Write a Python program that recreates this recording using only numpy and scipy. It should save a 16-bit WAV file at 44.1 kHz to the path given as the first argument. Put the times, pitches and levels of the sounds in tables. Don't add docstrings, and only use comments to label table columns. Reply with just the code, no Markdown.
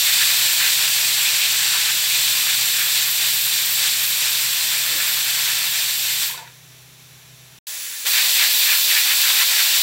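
import sys
import numpy as np
from scipy import signal
from scipy.fft import rfft, irfft
from scipy.io import wavfile

SR = 44100
rng = np.random.default_rng(int(sys.argv[2]) if len(sys.argv) > 2 else 0)


def bounce(signal):
    frames = np.transpose(np.atleast_2d(signal))
    limited = np.clip(frames, -1, 1)
    pcm = np.round(limited * 32767).astype(np.int16)
    wavfile.write(sys.argv[1], SR, pcm)


N = 433062
TIME = np.arange(N) / SR
FREQS = np.maximum(np.arange(N // 2 + 1) * SR / N, 1)


def from_db(db):
    return 10 ** (np.asarray(db) / 20)


def rms_one(x):
    return x / np.sqrt(np.mean(x ** 2) + 1e-20)


def white():
    return rng.standard_normal(len(FREQS)) + 1j * rng.standard_normal(len(FREQS))


def drift(rate_hz):
    step = 40
    pole = np.exp(-2 * np.pi * rate_hz * step / SR)
    noise = rng.standard_normal(N // step + 2002)
    slow = signal.lfilter([1], [1, -2 * pole, pole * pole], noise)[2000:]
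    return np.interp(np.arange(N) / step, np.arange(len(slow)), rms_one(slow))


# centre in Hz, width at half the dB in Hz, height in dB.
SURROUNDINGS = [(587, 36, 2.5), (664, 30, 3.5), (693, 27, 2.5), (774, 30, 2.5), (902, 30, 3),
                (1000, 280, 3), (1165, 30, 2.5), (1335, 46, 1.5), (1480, 24, 4.5), (1580, 30, 1.5),
                (1750, 220, 1.9), (1975, 35, 1), (2012, 32, -4.5), (2490, 190, 2), (2860, 60, -3),
                (3260, 54, -3), (3450, 14, 5), (3550, 33, 3), (3660, 500, 1), (4340, 60, -3.5),
                (5125, 520, -2.5), (5706, 200, 3), (7170, 120, 2.5), (7560, 370, 4), (8450, 500, -4.5),
                (11930, 480, 4), (13300, 520, 3)]


def colour(points):
    hz, level_db = np.transpose(points)
    smooth_db = np.interp(np.log(FREQS), np.log(hz), level_db)
    ripple_db = sum(db / (1 + (2 * (FREQS - centre) / width) ** 2) for centre, width, db in SURROUNDINGS)
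    return from_db(smooth_db + ripple_db)


def reflections(wet_db, t60_s, count):
    delay_s = rng.uniform(.003, .09, count)
    echoes = np.zeros(N)
    echoes[(delay_s * SR).astype(int)] = rng.standard_normal(count) * from_db(-60 * delay_s / t60_s)
    wet = from_db(wet_db)
    return (1 + wet * rfft(echoes / np.linalg.norm(echoes))) / np.sqrt(1 + wet ** 2)


def split(spectrum, edges_hz):
    below = [0] + [1 / (1 + (FREQS / hz) ** 8) for hz in edges_hz] + [1]
    return [irfft(spectrum * (high - low), N) for low, high in zip(below, below[1:])]


FAN_HZ, FAN_DB = 31.54, -52.5
# multiple of the turning rate, relative level in dB.
FAN_HARMONICS = [(1, -24), (2, -16), (3, -23.5), (4, 3), (5, -2.5), (6, -22), (7, -27), (8, -15), (9, -30),
                 (10, -24), (11, -21), (12, -14), (13, -19)]


def fan(wobble, flutter_db, rumble_db, rumble_hz, rumble_width_hz):
    turns = np.cumsum(FAN_HZ * (1 + wobble * drift(2))) / SR
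    hum = np.zeros(N)
    for multiple, db in FAN_HARMONICS:
        tone = np.sin(2 * np.pi * (multiple * turns + rng.random()))
        hum += from_db(db + flutter_db * drift(10)) * tone
    air = irfft(white() / (1 + (2 * (FREQS - rumble_hz) / rumble_width_hz) ** 2), N)
    return from_db(FAN_DB) * rms_one(hum) + from_db(rumble_db) * rms_one(air)


# frequency in Hz, relative density in dB per Hz.
FAINT_LEAK = [(25, -12), (100, 0), (210, -9), (350, -4), (600, -5.5), (1250, -6), (2000, -1), (4000, 1),
              (4800, -2), (5800, 0), (7800, -5), (10500, -5), (12800, -8), (15000, -6.5)]
HARD_LEAK = [(25, -23), (210, -20), (600, -17.5), (1250, -14), (1750, -3), (3000, -1.5), (4400, 1),
             (5500, -1), (7000, 0), (9800, -2), (10700, -0.5), (12700, -8), (14000, -4), (15300, 1.5)]


def leak(points, room, level_db):
    hiss = rms_one(irfft(white() * colour(points) * room, N))
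    return hiss * from_db(level_db + .2 * drift(10))


def swells(rows):
    out = np.zeros(N)
    for peak_s, rise_s, fall_s, hz, width_hz, db in rows:
        resonance = 1 / (1 + (2 * (FREQS - hz) / width_hz) ** 2) ** 2
        tone = rms_one(irfft(white() * resonance, N))
        side_s = np.where(TIME < peak_s, rise_s, fall_s)
        out += tone * from_db(db) * np.exp(-.5 * ((TIME - peak_s) / side_s) ** 2)
    return out


# peak time in seconds, rise sigma in seconds, fall sigma in seconds, centre in Hz,
# width at quarter gain in Hz, level in dB.
BUMP = [(4.908, .01, 0.077, 513, 420, -45.5), (4.936, 0.02, .03, 326, 70, -45)]


def bump():
    return swells(BUMP)


LIFT_PUFF = [(8.054, .005, 0.04, 480, 280, -47.5)]


def lift_puff():
    return swells(LIFT_PUFF)


WARBLE = [(6.3, .005, 0.008, 980, 240, -43), (6.321, .004, 0.005, 960, 240, -41),
          (6.347, 0.0055, 0.0065, 1020, 260, -36), (6.398, .012, 0.044, 935, 200, -39.5),
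          (6.375, 0.03, .08, 505, 40, -53), (6.38, 0.041, .04, 470, 380, -55),
          (6.42, 0.033, .025, 700, 130, -50)]


def warble():
    return swells(WARBLE)


# time in seconds, relative strength in dB.
TOUCHES = [(6.377, -21), (6.476, -30.5)]
# frequency in Hz, relative level in dB, 60 dB decay in seconds.
WEIGHT_MODES = [(965, -8, .04), (1460, -13, 0.074), (2630, -16, .1), (3630, -7, .04), (3850, -4, .035),
                (5630, -13, .03)]


def weight(level_db):
    out = np.zeros(N)
    touch_s, touch_db = np.transpose(TOUCHES)
    for hz, mode_db, t60_s in WEIGHT_MODES:
        strength_db = touch_db + mode_db + level_db + rng.normal(0, 1.5, len(touch_s))
        clicks = np.full(N, 1e-18)
        clicks[(touch_s * SR).astype(int)] = from_db(strength_db)
        radius, angle = from_db(-60 / (t60_s * SR)), 2 * np.pi * hz / SR
        zeros = [1, -radius * np.cos(angle)]
        poles = [1, -2 * radius * np.cos(angle), radius * radius]
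        out += signal.lfilter(zeros, poles, clicks)
    return out


# peak time in seconds, length at half power in seconds, band centre in Hz, relative level in dB.
SPITS = [(.091, .04, 1850, -24.5), (0.222, 0.027, 1600, -23), (0.612, 0.022, 1690, -24.5),
         (.665, 0.038, 2380, -25), (1.272, 0.06, 2360, -25.5), (1.444, 0.061, 2500, -25),
         (1.755, 0.04, 1340, -27.5), (1.897, 0.02, 1750, -25), (2.139, .065, 2320, -28),
         (2.499, .044, 2000, -28.5), (2.81, 0.032, 1600, -28), (5.015, .04, 1700, -30.5),
         (8.175, 0.06, 1870, -24.5), (8.427, 0.08, 1910, -24.5), (8.702, 0.06, 1970, -23.5),
         (8.912, 0.021, 2000, -23.5), (8.978, 0.04, 1800, -23.5), (9.12, 0.035, 1680, -24),
         (9.257, 0.035, 1600, -27), (9.418, 0.034, 1420, -23.5), (9.594, 0.032, 1750, -24.5),
         (9.755, 0.027, 1650, -29)]


def spits(room, spread_hz, level_db):
    source = irfft(white() * colour(SECOND_JET) * room, N)
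    out = np.zeros(N)
    for peak_s, length_s, hz, db in SPITS:
        near = np.abs(TIME - peak_s) < 2 * length_s
        edge = np.sqrt(1 + spread_hz / hz)
        throat = signal.butter(1, [hz / edge, hz * edge], "band", fs=SR, output="sos")
        gust = rms_one(signal.sosfilt(throat, signal.sosfilt(throat, source[near])))
        swell = .5 ** (2 * ((TIME[near] - peak_s) / length_s) ** 2)
        out[near] += gust * from_db(db + level_db) * swell
    return out


def bells(rows):
    return sum(db * .5 ** np.minimum((2 * (TIME - s) / length) ** 2, 20) for s, length, db in rows)


# time in seconds, low mids over flow in dB, treble over flow in dB.
STEAM = [(0, -12.7, -5.0), (1.1, -11.2, -6.5), (1.85, -11.8, -8.1), (2.35, -11.7, -5), (4.35, -12.3, -4.3),
         (4.75, -9.2, -5.6), (5.1, -8.8, -2.8), (5.45, -10.3, -4.5), (6.2, -12.6, -4.6), (8.1, -11.3, -5),
         (8.7, -12, -3.5), (9.8, -12.7, -4.2)]
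# peak time in seconds, length in seconds, flow in dB.
SURGES = [(0.2, 0.14, 0.9), (0.7, 0.2, 0.7), (1.75, 0.25, 0.6), (2.26, 0.25, 1.0), (2.97, 0.11, 1.1),
          (3.25, 0.11, 1.8), (3.58, 0.11, 1.0), (3.88, 0.14, 1.8), (4.26, 0.11, 2.2), (5.45, 0.25, 1.2),
          (5.78, 0.1, 1.4), (8.07, 0.03, 1), (8.41, 0.09, 1.8), (9.3, 0.03, 2.3), (9.6, 0.4, 0.8)]
# peak time in seconds, length in seconds, treble in dB.
DRY_PUFFS = [(1.22, 0.06, 3.5), (2.03, 0.12, 2.5), (2.87, 0.08, 2.5), (3.12, 0.1, 3), (3.38, 0.15, 4),
             (3.7, 0.1, 4), (4.09, 0.13, 3.3), (5.71, 0.05, 2.5), (5.98, 0.08, 2), (6.31, 0.07, 5),
             (8.1, 0.05, 4), (8.57, 0.12, 2.2), (8.77, 0.09, 2.5), (9.21, 0.14, 1.8)]
SURGE_WETS, SURGE_DULLS = 0.5, 1.3
PUFF_THINS = 0.36
SINK_S, SINK_DB, SINK_CURVE = 0.21, 27, 1.45
SINK_WETS, SINK_DULLS = 0.56, 0.25


def valve(blast):
    lift_s, sink_s, flow_db, sag_db_per_s = blast
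    steam_s, *columns = np.transpose(STEAM)
    low_mids_db, treble_db = [np.interp(TIME, steam_s, column) for column in columns]
    surge_db, puff_db = bells(SURGES), bells(DRY_PUFFS)
    choke_db = SINK_DB * np.clip((TIME - sink_s) / SINK_S, 0, 2) ** SINK_CURVE
    sag_db = sag_db_per_s * (TIME - lift_s)
    flow = flow_db - sag_db + surge_db - PUFF_THINS * puff_db - choke_db
    bright = treble_db - SURGE_DULLS * surge_db + puff_db - SINK_DULLS * choke_db
    wetness = low_mids_db + SURGE_WETS * surge_db + SINK_WETS * choke_db
    return flow, bright, wetness


# frequency in Hz, relative density in dB per Hz.
FIRST_JET = [(25, -38.5), (130, -19.5), (230, -27.5), (400, -21.5), (800, -17.5), (1250, -14.5), (1650, -7),
             (2500, -3), (4400, -0.5), (6500, -8), (8500, -2.5), (9900, -12.5), (12000, -8), (15600, -7.5)]
SECOND_JET = [(25, -38), (130, -29.5), (230, -32), (400, -25.5), (800, -18.5), (1250, -15.5), (1650, -9.5),
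              (2500, -3), (4400, 1), (6500, -7.5), (8500, -4.5), (9900, -11.5), (12000, -8.5), (15600, -6)]
# weight lifts in seconds, starts to sink in seconds (the second
# lies past the end), base flow in dB, sag as the pressure falls in dB per second.
FIRST_BLAST = (-0.05, 6.24, -18.45, 0.71)
SECOND_BLAST = (8.059, 12, -18.75, 0.1)
LIFT_S = 0.024


def jet(blast, points, room, rush_db, sputter_db, core_db, fizz_db, flicker_db):
    flow, bright, wetness = valve(blast)
    bands = split(white() * colour(points) * room, edges_hz=[700, 2500, 10000])
    rush, low_mids, core, fizz = map(rms_one, bands)
    sound = rush * from_db(rush_db + .5 * wetness)
    sound += low_mids * from_db(wetness + sputter_db + flicker_db * drift(12))
    sound += core * from_db(core_db + 0.39 * drift(30))
    sound += fizz * from_db(bright + fizz_db + .6 * drift(25))
    rocking_db = 0.27 * drift(10.4) + .45 * drift(250)
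    lifted = np.clip((TIME - blast[0]) / LIFT_S + .5, 0, 1)
    return lifted * sound * from_db(flow + rocking_db)


# start in seconds, end in seconds.
SILENCE = (7.589, 7.668)


def scene():
    room = reflections(wet_db=-10.5, t60_s=0.35, count=120)
    before = jet(FIRST_BLAST, FIRST_JET, room,
                 rush_db=-26.5, sputter_db=-0.5, core_db=-0.5, fizz_db=2.9, flicker_db=1.35)
    before += leak(FAINT_LEAK, room, level_db=-46.5)
    before += fan(wobble=0.00296, flutter_db=1.5, rumble_db=-60.5, rumble_hz=142, rumble_width_hz=55)
    before += warble() + bump() + weight(level_db=-3.5)
    after = jet(SECOND_BLAST, SECOND_JET, room,
                rush_db=-27.5, sputter_db=0, core_db=-0.5, fizz_db=3.5, flicker_db=1.8)
    after += leak(HARD_LEAK, room, level_db=-27.0) + lift_puff()
    silence_start_s, silence_end_s = SILENCE
    fade_s = .002
    sound = before * np.clip((silence_start_s - TIME) / fade_s, 0, 1)
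    sound += after * np.clip((TIME - silence_end_s) / fade_s, 0, 1)
    sound += spits(room, spread_hz=2000, level_db=1.7)
    return np.array([sound, sound])


CUTOFF_HZ = 15780


def record(dry):
    return signal.sosfilt(signal.ellip(12, .1, 90, CUTOFF_HZ, fs=SR, output="sos"), dry)


dry = scene()
out = record(dry)
bounce(out)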